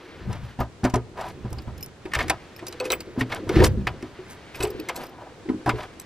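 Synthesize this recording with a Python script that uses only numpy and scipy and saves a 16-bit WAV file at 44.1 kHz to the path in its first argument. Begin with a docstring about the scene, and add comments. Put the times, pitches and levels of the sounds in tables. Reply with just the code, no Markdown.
"""A frosty morning outdoors, close to a hand-held camera. A step crunches, then a hand works a key in
the lock of a wooden door: metal contacts click and the key ring jingles. The hand presses the handle,
and the panel thuds and shudders. The key turns again and the door is pulled open. Throughout, sleeve
and parts rub, the grip rumbles and still air hisses, all heard through two close microphone ports."""
import sys
import numpy as np
from scipy.fft import rfft, irfft, next_fast_len
from scipy.io import wavfile
from scipy.ndimage import map_coordinates

SR = 44100
rng = np.random.default_rng(int(sys.argv[2]) if len(sys.argv) > 2 else 0)


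def store_pcm(level_fs):
    """Save levels as 16-bit WAV."""
    pcm = np.round(np.clip(level_fs, -1, 1) * 32767).astype(np.int16)
    wavfile.write(sys.argv[1], SR, np.atleast_2d(pcm).T)


N = 267025

# Metal contacts in lock and handle: start_s, level_db, pitch_hz, brightness_db
LOCK_CLICKS = [(0.328, -30.5, 1320, -10.5), (0.591, -39, 1350, -28), (0.605, -27, 1830, -14.5),
               (0.84, -20.5, 1530, -8.5), (.849, -18, 1710, -13), (0.8973, -33, 2660, -7.5),
               (0.94, -23, 1520, -7), (0.9568, -26.5, 1850, -6), (1.174, -31, 1800, -26),
               (1.21, -27, 1470, -12), (1.584, -30, 5100, -22), (2.0533, -29, 1620, -26.5),
               (2.116, -28.5, 1670, -21), (2.135, -11, 1780, -17), (2.149, -9, 1860, -15),
               (2.188, -13.5, 1750, -20.5), (2.2048, -14, 1700, -25), (2.226, -26.5, 1790, -13.5),
               (2.2808, -23, 1740, -11), (2.297, -9, 1770, -9.5), (2.5914, -30, 1780, -17),
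               (2.667, -29, 4800, -1.5), (2.725, -28.5, 3950, -10), (2.8, -21, 2620, -19),
               (2.842, -30, 2690, -12), (2.853, -22.5, 2500, -9), (2.9017, -11.5, 3800, -22),
               (2.9243, -11, 2840, -19), (3.0036, -27.5, 4800, -12.5), (3.2079, -12.5, 1780, -24),
               (3.3215, -17.5, 1930, -21), (3.491, -18.5, 1610, -13.5), (3.556, -19, 2070, -23),
               (3.601, -17.5, 1690, -25), (3.642, -16, 3020, 2.5), (3.8691, -10, 1950, -23),
               (4.024, -33, 1710, -11.5), (4.5455, -26.5, 2520, -22), (4.604, -22, 2550, -28),
               (4.6262, -22, 4470, -5), (4.6495, -21.5, 2550, -26), (4.887, -17.5, 2200, -11),
               (4.8917, -19, 2170, -13.5), (5.487, -31, 1910, -44), (5.66, -26, 1530, -14),
               (5.692, -8.5, 1460, -22), (5.831, -26.5, 1340, -18.5)]
# Lock case modes: freq_hz, width_hz, level_db
CASE_MODES = [(1298, 740, 12), (1805, 930, 12.5), (2115, 280, 14.5), (2520, 460, 13), (2960, 1600, 8.5),
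              (4000, 940, -2.5), (4480, 390, -3), (5000, 1460, -5)]
# Modes of the cylinder's small steel parts: freq_hz, width_hz, level_db
PIN_MODES = [(5270, 830, -2), (6650, 140, 9), (7990, 450, -1.5)]
# Treble of a metal contact: freq_hz, density_db
CONTACT_SPECTRUM = [(3000, -0.5), (5500, 2.5), (9000, 0), (13000, -2), (14500, -27), (16000, -39)]
RATTLE_DB, SNAP_DB, RING_DB = -9.5, 2.5, -4.5
RATTLE_T60_S, SNAP_T60_S, RING_T60_S = 0.068, 0.033, 0.04828

def lock():
    """Each contact snaps in the pins, rattles the case and rings the modes near its pitch."""
    starts_s, levels_db, pitches_hz, bright_db = np.transpose(LOCK_CLICKS)
    mode_hz, _, mode_db = np.transpose(CASE_MODES)
    chatter = amp(1.4 * np.clip(wobble(490), -3, 1.5))  # parts bounce as they seat
    case_force = bursts(starts_s, levels_db + RATTLE_DB, RATTLE_T60_S, rise_s=0.0022)
    rattle = filtered(chatter * case_force, resonances(CASE_MODES))
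    pin_force = bursts(starts_s, levels_db + bright_db + SNAP_DB, SNAP_T60_S, rise_s=0.0007)
    pins = lambda hz: colour(CONTACT_SPECTRUM)(hz) + 0.41 * resonances(PIN_MODES)(hz)
    snap = filtered(chatter * pin_force, pins)
    tones, t = np.zeros(N), np.arange(SR // 5) / SR
    detunes = rng.normal(1, .015, (len(starts_s), len(mode_hz)))
    for start_s, level_db, pitch_hz, detune in zip(starts_s, levels_db, pitches_hz, detunes):
        struck_db = mode_db + falloff_db(mode_hz, pitch_hz, db_per_octave=54)
        struck = ring(mode_hz * detune, struck_db, RING_T60_S, t, scatter_db=4)
        add_at(tones, start_s, amp(level_db + RING_DB) * struck * attack(t, 0.0014))
    roughness = unit_rms(1 + .5 * wobble(350))  # loose parts smear the ringing
    return rattle + roughness * tones + snap


# Door knocks and low thumps of handling or steps:
# start_s, level_db, pitch_hz, boom_re_level_db, hardness_db
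THUDS = [(0.273, -28, 173, 7, -36), (0.431, -36.5, 172, 10.5, -11), (0.588, -26.5, 222, 1, 0.5),
         (.603, -18.5, 275, -1, -1.5), (.833, -16.5, 233, -2, -8.5), (.847, -10.5, 274, -6, -6.5),
         (.937, -14, 220, -4, -5), (.959, -17.5, 377, 0, -15.5), (1.448, -27, 183, 3.5, -11.5),
         (1.523, -41.5, 172, 17, 3), (1.57, -38, 172, 10.5, -2.5), (1.675, -31.5, 210, 6, -4.5),
         (2.052, -26, 323, -12, -10), (2.162, -30, 385, 7, 1), (2.296, -24.5, 334, -3.5, 6),
         (2.623, -30, 266, -14, -8), (2.804, -19, 546, -37, -12.5), (2.822, -24.5, 520, -27, -12),
         (2.853, -21.5, 541, -28, -34), (2.876, -28, 520, -31, -14), (2.903, -20, 538, -22, -8),
         (2.925, -21, 507, -20, -10), (3.158, -34, 400, -20, -6), (3.175, -17, 237, -10, -18),
         (3.213, -15.5, 232, -6, -19), (3.47, -23.5, 279, -6, -16), (3.492, -15.5, 392, -33, -12),
         (3.567, -8, 313, -0.5, -17), (3.602, -9, 334, -9, -15), (3.619, -10, 467, -17, -7.5),
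         (3.632, -12, 430, -3.5, -10.5), (3.772, -19.5, 172, -0.5, -34), (3.807, -27.5, 174, -5, -20),
         (3.868, -26.5, 440, -1.5, 1.5), (4.027, -23.5, 273, -13.5, -17), (4.189, -29, 366, -15, -24),
         (4.602, -19.5, 337, -5.5, -42), (4.636, -15.5, 395, -12.5, -17), (4.668, -23, 426, -12, -16),
         (4.698, -24, 415, -12, -27), (4.747, -30, 404, -6, -19), (4.792, -25, 430, -34, -34),
         (4.891, -26, 500, -32, -0.5), (5.455, -29.5, 295, -36, -39), (5.486, -18, 266, -28, -20),
         (5.493, -11, 261, -27, -22.5), (5.54, -21, 248, -18.5, -49), (5.66, -23.5, 396, 0, 4),
         (5.675, -15.5, 280, -6, -4.5), (5.692, -20, 276, -11.5, -5), (5.735, -22.5, 414, -1, -32)]
# Panel modes: freq_hz, width_hz, level_db
PANEL_MODES = [(201.7, 17.4, -5), (254.6, 17, -2.5), (313.6, 30, 1), (369.8, 50, 1), (426.7, 68, -1),
               (507.8, 76, -2)]
# Modes of the whole leaf: freq_hz, level_db
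LEAF_MODES = [(66, 1.5), (120, 3)]
# Stile modes: freq_hz, width_hz, level_db
STILE_MODES = [(588, 154, 8), (752, 126, 12), (993, 73, 11), (1236, 55, 6), (1554, 330, -1.5)]
SOFT_PANEL_T60_S, LEAF_T60_S, STILE_T60_S = 0.17, 0.23, 0.13

def thuds():
    """Door knocks and thumps of handling or steps share the door's modes; hard ones are shorter."""
    tones, t = np.zeros(N), np.arange(SR // 2) / SR
    panel_hz, _, panel_db = np.transpose(PANEL_MODES)
    leaf_hz, leaf_db = np.transpose(LEAF_MODES)
    stile_hz, _, stile_db = np.transpose(STILE_MODES)
    for start_s, level_db, pitch_hz, boom_db, hard_db in THUDS:
        softness = np.clip(1 - 0.01 * (hard_db + 33), .75, 1)
        struck_db = panel_db + falloff_db(panel_hz, pitch_hz, db_per_octave=25.8)
        panel = ring(panel_hz, struck_db, SOFT_PANEL_T60_S * softness, t, scatter_db=5)
        panel *= attack(t, 0.002 * softness ** 2)
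        leaf = ring(leaf_hz, leaf_db, LEAF_T60_S, t, scatter_db=5) * attack(t, 0.0004)
        detune = rng.normal(1, .03, len(stile_hz))
        stile = ring(stile_hz * detune, stile_db, STILE_T60_S, t, scatter_db=4) * attack(t, 0.002)
        thud = panel + amp(boom_db) * leaf + amp(hard_db - 4.5) * stile
        add_at(tones, start_s, amp(level_db) * thud)
    starts_s, levels_db, *_, hardness_db = np.transpose(THUDS)
    rattle_force = bursts(starts_s, levels_db + hardness_db - 0.5, STILE_T60_S, rise_s=0.0019)
    return tones + filtered(rattle_force, resonances(STILE_MODES))


# Keys touching each other: start_s, level_db, place_in_bunch (0-1), tick_db
KEY_TOUCHES = [(0.601, -27, 0.82, -22), (1.5045, -44, 1, -1), (1.529, -32.5, .9, 5), (1.584, -39, .9, -14),
               (1.62, -35, 0.9, -7), (1.779, -35, 1, 0.5), (1.808, -32, 1, -16), (1.827, -18.5, 1, -27),
               (1.861, -44, 0.8, 9), (2.563, -29.5, 0.97, -24), (2.681, -24.5, 0.88, -10),
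               (2.8, -15.5, 0.3, -15), (2.903, -13, 0.14, -21), (2.919, -7.5, 0.08, -28),
               (3.005, -29, .1, -9), (3.347, -38.5, .5, 16.5), (4.557, -26.5, 0.93, -5),
               (4.587, -34, .3, -12), (4.605, -20, 0.25, -21), (4.632, -14.5, 0.44, -20),
               (4.65, -21.5, 0.3, -16), (4.703, -25.5, 0.8, -9), (4.798, -26.5, 0.87, -11),
               (4.798, -24.5, 0.32, -16), (4.962, -23, 0.7, -3), (5.035, -24.5, 0.85, -16),
               (5.998, -25.5, 0.5, -3.5), (6.017, -34.5, 0.96, -1)]
# Key modes: freq_hz, level_db, free_t60_s, place_in_bunch (0-1)
KEY_MODES = [(7900, -3, .07, 0), (11350, 0, .06, 0), (14220, -5, .04, 0), (15410, -3, .1, 0),
             (6270, -8, .025, .1), (3900, -3, .025, .15), (5800, -8, .03, .15), (2570, 0, .04, .3),
             (2980, -9, .03, .3), (4440, -5, .035, .3), (7960, 0, .045, .5), (9850, -12, .03, .5),
             (11900, -2, .03, .5), (12800, -2, .03, .65), (13750, -3, .03, .75), (4800, -10, .03, .9),
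             (5260, -7, .045, 1), (11950, 0, .05, 1)]
BUNCH_LOSS_DB, MUFFLE_BELOW_DB, MUFFLE_PER_DB = 80, -20, .03
LINK_DB, LINK_T60_S, TICK_T60_S = -5, .022, 0.011
SETTLE_MEAN_S, SETTLE_MEAN_DB = .015, -17

def keys():
    """A touch ticks and rings nearby keys and chain links; the bunch settles with two lighter touches."""
    tones, t = np.zeros(N), np.arange(SR // 6) / SR
    mode_hz, mode_db, free_t60_s, mode_place = np.transpose(KEY_MODES)
    for start_s, level_db, place, _ in KEY_TOUCHES:
        struck_db = mode_db - BUNCH_LOSS_DB * np.abs(mode_place - place)
        # Light touches stay in contact and ring less long.
        t60_s = free_t60_s[:, None] * np.clip(1 + MUFFLE_PER_DB * (level_db - MUFFLE_BELOW_DB), .4, 1)
        settling = [(rng.exponential(SETTLE_MEAN_S), rng.normal(SETTLE_MEAN_DB, 3)) for _ in range(2)]
        for delay_s, lighter_db in [(0, 0)] + settling:
            link_hz = np.exp(rng.uniform(np.log(2200), np.log(14500), 12))
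            links = ring(link_hz, np.zeros(12), LINK_T60_S, t, scatter_db=4)
            detune = rng.normal(1, .002, len(mode_hz))
            struck = ring(mode_hz * detune, struck_db, t60_s, t, scatter_db=3)
            jingle = (struck + amp(LINK_DB) * links) * attack(t, 0.0013)
            add_at(tones, start_s + delay_s, amp(level_db + lighter_db) * jingle)
    starts_s, levels_db, _, tick_db = np.transpose(KEY_TOUCHES)
    tick_force = bursts(starts_s, levels_db + tick_db - 4.5, TICK_T60_S, rise_s=0.00082)
    ticks = filtered(tick_force, lambda hz: colour(CONTACT_SPECTRUM)(hz) * hz / 4000)
    roughness = unit_rms(1 + .55 * wobble(300))
    return roughness * tones + ticks


# Sliding strokes: peak_s, half_length_s, rasp_db, stile_re_rasp_db, fizz_re_rasp_db
STROKES = [(0.333, 0.06, -44, 6.5, -19), (0.47, 0.065, -47, -34, -15), (1.219, 0.062, -44.5, 15, -14),
           (1.288, 0.04, -43, 0, -8), (2.209, 0.042, -31.5, 2, -15), (2.863, 0.028, -41, -28, -4),
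           (3.21, 0.023, -32, -2.5, -6.5), (3.342, 0.055, -31.5, -3, -17), (3.556, 0.042, -35.5, -1, -29),
           (3.651, 0.03, -25, -9, -2), (4.314, 0.036, -56.5, -40, 6.5), (4.56, 0.024, -41, -24, -7),
           (4.631, 0.056, -41, 7.5, -1), (4.967, 0.014, -50, 5, 11.5), (5.01, 0.08, -43, 3.5, -7.5),
           (5.215, 0.13, -72.5, 27.5, -37), (5.806, 0.074, -39.5, 1, -16)]
# Steady handling by sleeve, fingers and feet: time_s, rub_db, shudder_db, rumble_db
HANDLING = [(0, -48.5, -52, -74), (.3, -51, -42.5, -32.5), (.55, -55, -75, -51.5), (.95, -78, -46.5, -52),
            (1.4, -54, -46.5, -42.5), (1.85, -57, -49.5, -44), (1.97, -64, -69, -57),
            (2.248, -44.5, -35, -35), (2.5, -56, -65, -59), (2.699, -50.5, -45.5, -55.5),
            (3.44, -52.5, -40, -43.5), (3.603, -28.5, -21, -16.5), (3.75, -57.5, -43, -27.5),
            (4.05, -50, -48, -50), (4.5, -52.5, -65, -55), (4.75, -46.5, -41, -55),
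            (5.4, -59.5, -51.5, -53.5), (6.05, -54, -54, -54)]
# Friction rasp: freq_hz, density_db
RASP_SPECTRUM = [(300, 9), (600, 5), (1100, 6), (1700, 6), (2600, 1), (3500, -1.5), (4500, -5),
                 (6500, -14.5), (12000, -57)]
# Friction fizz: freq_hz, density_db
FIZZ_SPECTRUM = [(3000, -12), (5000, -7), (8000, -6.5), (12500, -4), (14500, -19), (16000, -57)]
# Sleeve rustle bands: centre_hz
SLEEVE_BANDS_HZ = [1550, 2100]

def rubbing():
    """Sliding strokes rasp in lumps, the sleeve swishes smoothly, and both fizz and shake the door."""
    t = np.arange(N) / SR
    rub_gain, shudder_gain, _ = amp(curves(HANDLING))
    gains = rub_gain * amp([[-9], [-10], [-20]])  # rasp, stile, fizz
    for peak_s, half_s, rasp_db, stile_db, fizz_db in STROKES:
        swell_db = rasp_db - 20 * ((t - peak_s) / half_s) ** 2
        gains += amp(swell_db) * amp([[0], [stile_db], [fizz_db]])
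    rasp_gain, stile_gain, fizz_gain = gains
    rattle = stile_gain * gritty(resonances(STILE_MODES), rate_hz=80, depth_db=3)
    sleeve = sum(gritty(resonances([(hz, 350, 0)]), rate_hz=8, depth_db=5) for hz in SLEEVE_BANDS_HZ)
    swish = rub_gain * (gritty(colour(RASP_SPECTRUM), rate_hz=30, depth_db=1.5) + .25 * sleeve)
    rasp = rasp_gain * gritty(colour(RASP_SPECTRUM), rate_hz=120, depth_db=3.5)
    fizz = fizz_gain * gritty(colour(FIZZ_SPECTRUM), rate_hz=340, depth_db=4.5)
    heavy_panel = lambda hz: resonances(PANEL_MODES)(hz) / (1 + 1j * hz / 900) ** 2  # loses treble
    shudder = shudder_gain * gritty(heavy_panel, rate_hz=40, depth_db=3.5)
    return rasp + swish + rattle + fizz + shudder


# Camera body rumble: freq_hz, density_db
RUMBLE_SPECTRUM = [(20, -11), (60, -1), (86, 2.5), (178, -5), (250, -17.5), (320, -53), (550, -120)]
# Side of the rumble: time_s, left_minus_right_db
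GRIP_BALANCE = [(.4, 4), (1.0, 4), (1.6, -8), (2.1, 0)]

def grip():
    """The grip rumbles through the camera body, stronger at the nearer port."""
    *_, rumble_db = curves(HANDLING)
    side_db, = curves(GRIP_BALANCE)
    rumble = colour(RUMBLE_SPECTRUM)
    mid = gritty(rumble, rate_hz=25.04, depth_db=0.5)
    side = .3 * gritty(lambda hz: rumble(hz) * hz ** 2, rate_hz=25, depth_db=1.5)
    return amp(rumble_db) * np.array([mid + side, mid - side]) * amp([side_db / 2, -side_db / 2])


# Outdoor air and microphone hiss: freq_hz, density_db
AIR_SPECTRUM = [(25, -26), (92, 4.5), (218, 2), (381, 4.5), (518, -1), (3770, -17.5), (7900, -24),
                (11000, -33.5), (14300, -68), (22000, -120)]
AIR_DB, CODER_TONE_HZ, CODER_TONE_DB = -50.5, 13000, -84

def noise_floor():
    mid, side = filtered(rng.standard_normal((2, N)), colour(AIR_SPECTRUM))
    side = filtered(side, lambda hz: hz / (hz + 900))
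    flicker = amp(CODER_TONE_DB + 3 * wobble(45))
    coder_tone = flicker * np.sin(2 * np.pi * CODER_TONE_HZ * np.arange(N) / SR + wobble(40))
    return amp(AIR_DB + 2.56 * wobble(2.58)) * np.array([mid + side, mid - side]) + coder_tone


# Phase lead of the left port: freq_hz, lead_rad
PORT_LEAD = [(25, 0), (3800, 0), (5600, -.6), (7500, -1.9), (10600, -2.2), (15000, -2.3)]
# Sound that differs between the ports: freq_hz, level_db
PORT_SCATTER = [(30, -28), (70, -18), (150, -8), (350, -18), (700, -21), (1500, -13), (3000, -9),
                (8000, -10)]

def ports(x):
    """Two ports: a phase offset grows with pitch; a randomly fluttering difference widens the sound."""
    direct = filtered(x, lambda hz: np.exp(.5j * log_interp(PORT_LEAD, hz) * np.array([[1], [-1]])))
    scattered = wobble(16) * filtered(x, lambda hz: 1j * amp(log_interp(PORT_SCATTER, hz)))
    return direct * amp([[.2], [-.2]]) + np.array([scattered, -scattered])


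def ring(hz, db, t60_s, t, scatter_db):
    """Modes struck together at random strengths and polarities, peak 1."""
    polarity, strength = rng.standard_normal((2, len(hz), 1))
    envelopes = amp(db[:, None] + scatter_db * strength - 60 * t / t60_s)
    tone = (np.sign(polarity) * envelopes * np.sin(2 * np.pi * hz[:, None] * t)).sum(0)
    return tone / np.abs(tone).max()


def bursts(starts_s, levels_db, t60_s, rise_s):
    """Force of rattling contacts: one dying noise burst each."""
    force, t = np.zeros(N), np.arange(SR // 4) / SR
    envelope = amp(-60 * t / t60_s) * attack(t, rise_s)
    for start_s, level_db in zip(starts_s, levels_db):
        add_at(force, start_s, amp(level_db) * envelope * rng.standard_normal(len(t)))
    return force


def gritty(response, rate_hz, depth_db):
    """Noise in uneven lumps through a response, RMS 1."""
    lumps = amp(depth_db * np.clip(wobble(rate_hz), -3, 1.8))
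    return unit_rms(filtered(lumps * rng.standard_normal(N), response))


def resonances(modes):
    """Causal response of modes of alternating polarity, unit power gain."""
    return lambda hz: unit_rms(sum(
        (-1) ** k * amp(db) * 1j * hz * width_hz / (mode_hz ** 2 - hz ** 2 + 1j * hz * width_hz)
        for k, (mode_hz, width_hz, db) in enumerate(modes)))


def colour(spectrum):
    """Zero-phase response, unit power gain."""
    return lambda hz: unit_rms(amp(log_interp(spectrum, hz)))


def filtered(x, response):
    size = next_fast_len(N + SR // 2)
    return irfft(rfft(x, size) * response(np.fft.rfftfreq(size, 1 / SR)), size)[..., :N]


def wobble(rate_hz):
    """Smooth random curve."""
    knots = rng.standard_normal(int(N * rate_hz / SR) + 4)
    return map_coordinates(knots, [np.arange(N) * rate_hz / SR])


def curves(table):
    """Columns of a timed table, interpolated per sample."""
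    times_s, *columns = np.transpose(table)
    return [np.interp(np.arange(N) / SR, times_s, column) for column in columns]


def log_interp(points, hz):
    point_hz, values = np.transpose(points)
    return np.interp(np.log(hz + 1), np.log(point_hz + 1), values)


def falloff_db(hz, pitch_hz, db_per_octave):
    return -db_per_octave * np.abs(np.log2(hz / pitch_hz))


def attack(t, rise_s):
    return 1 - np.exp(-t / rise_s)


def add_at(track, start_s, sound):
    span = track[round(start_s * SR):][:len(sound)]
    span += sound[:len(span)]


def amp(db):
    return 10 ** (np.asarray(db) / 20)


def unit_rms(x):
    return x / np.sqrt(np.mean(np.abs(x) ** 2) + 1e-20)


def scene():
    return ports(rubbing() + lock() + thuds() + keys()) + grip() + noise_floor()


BAND_LIMIT_HZ = 16134

def record(dry):
    """The camera keeps nothing above its band limit."""
    return filtered(dry, lambda hz: hz < BAND_LIMIT_HZ)


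dry = scene()
out = record(dry)
store_pcm(out)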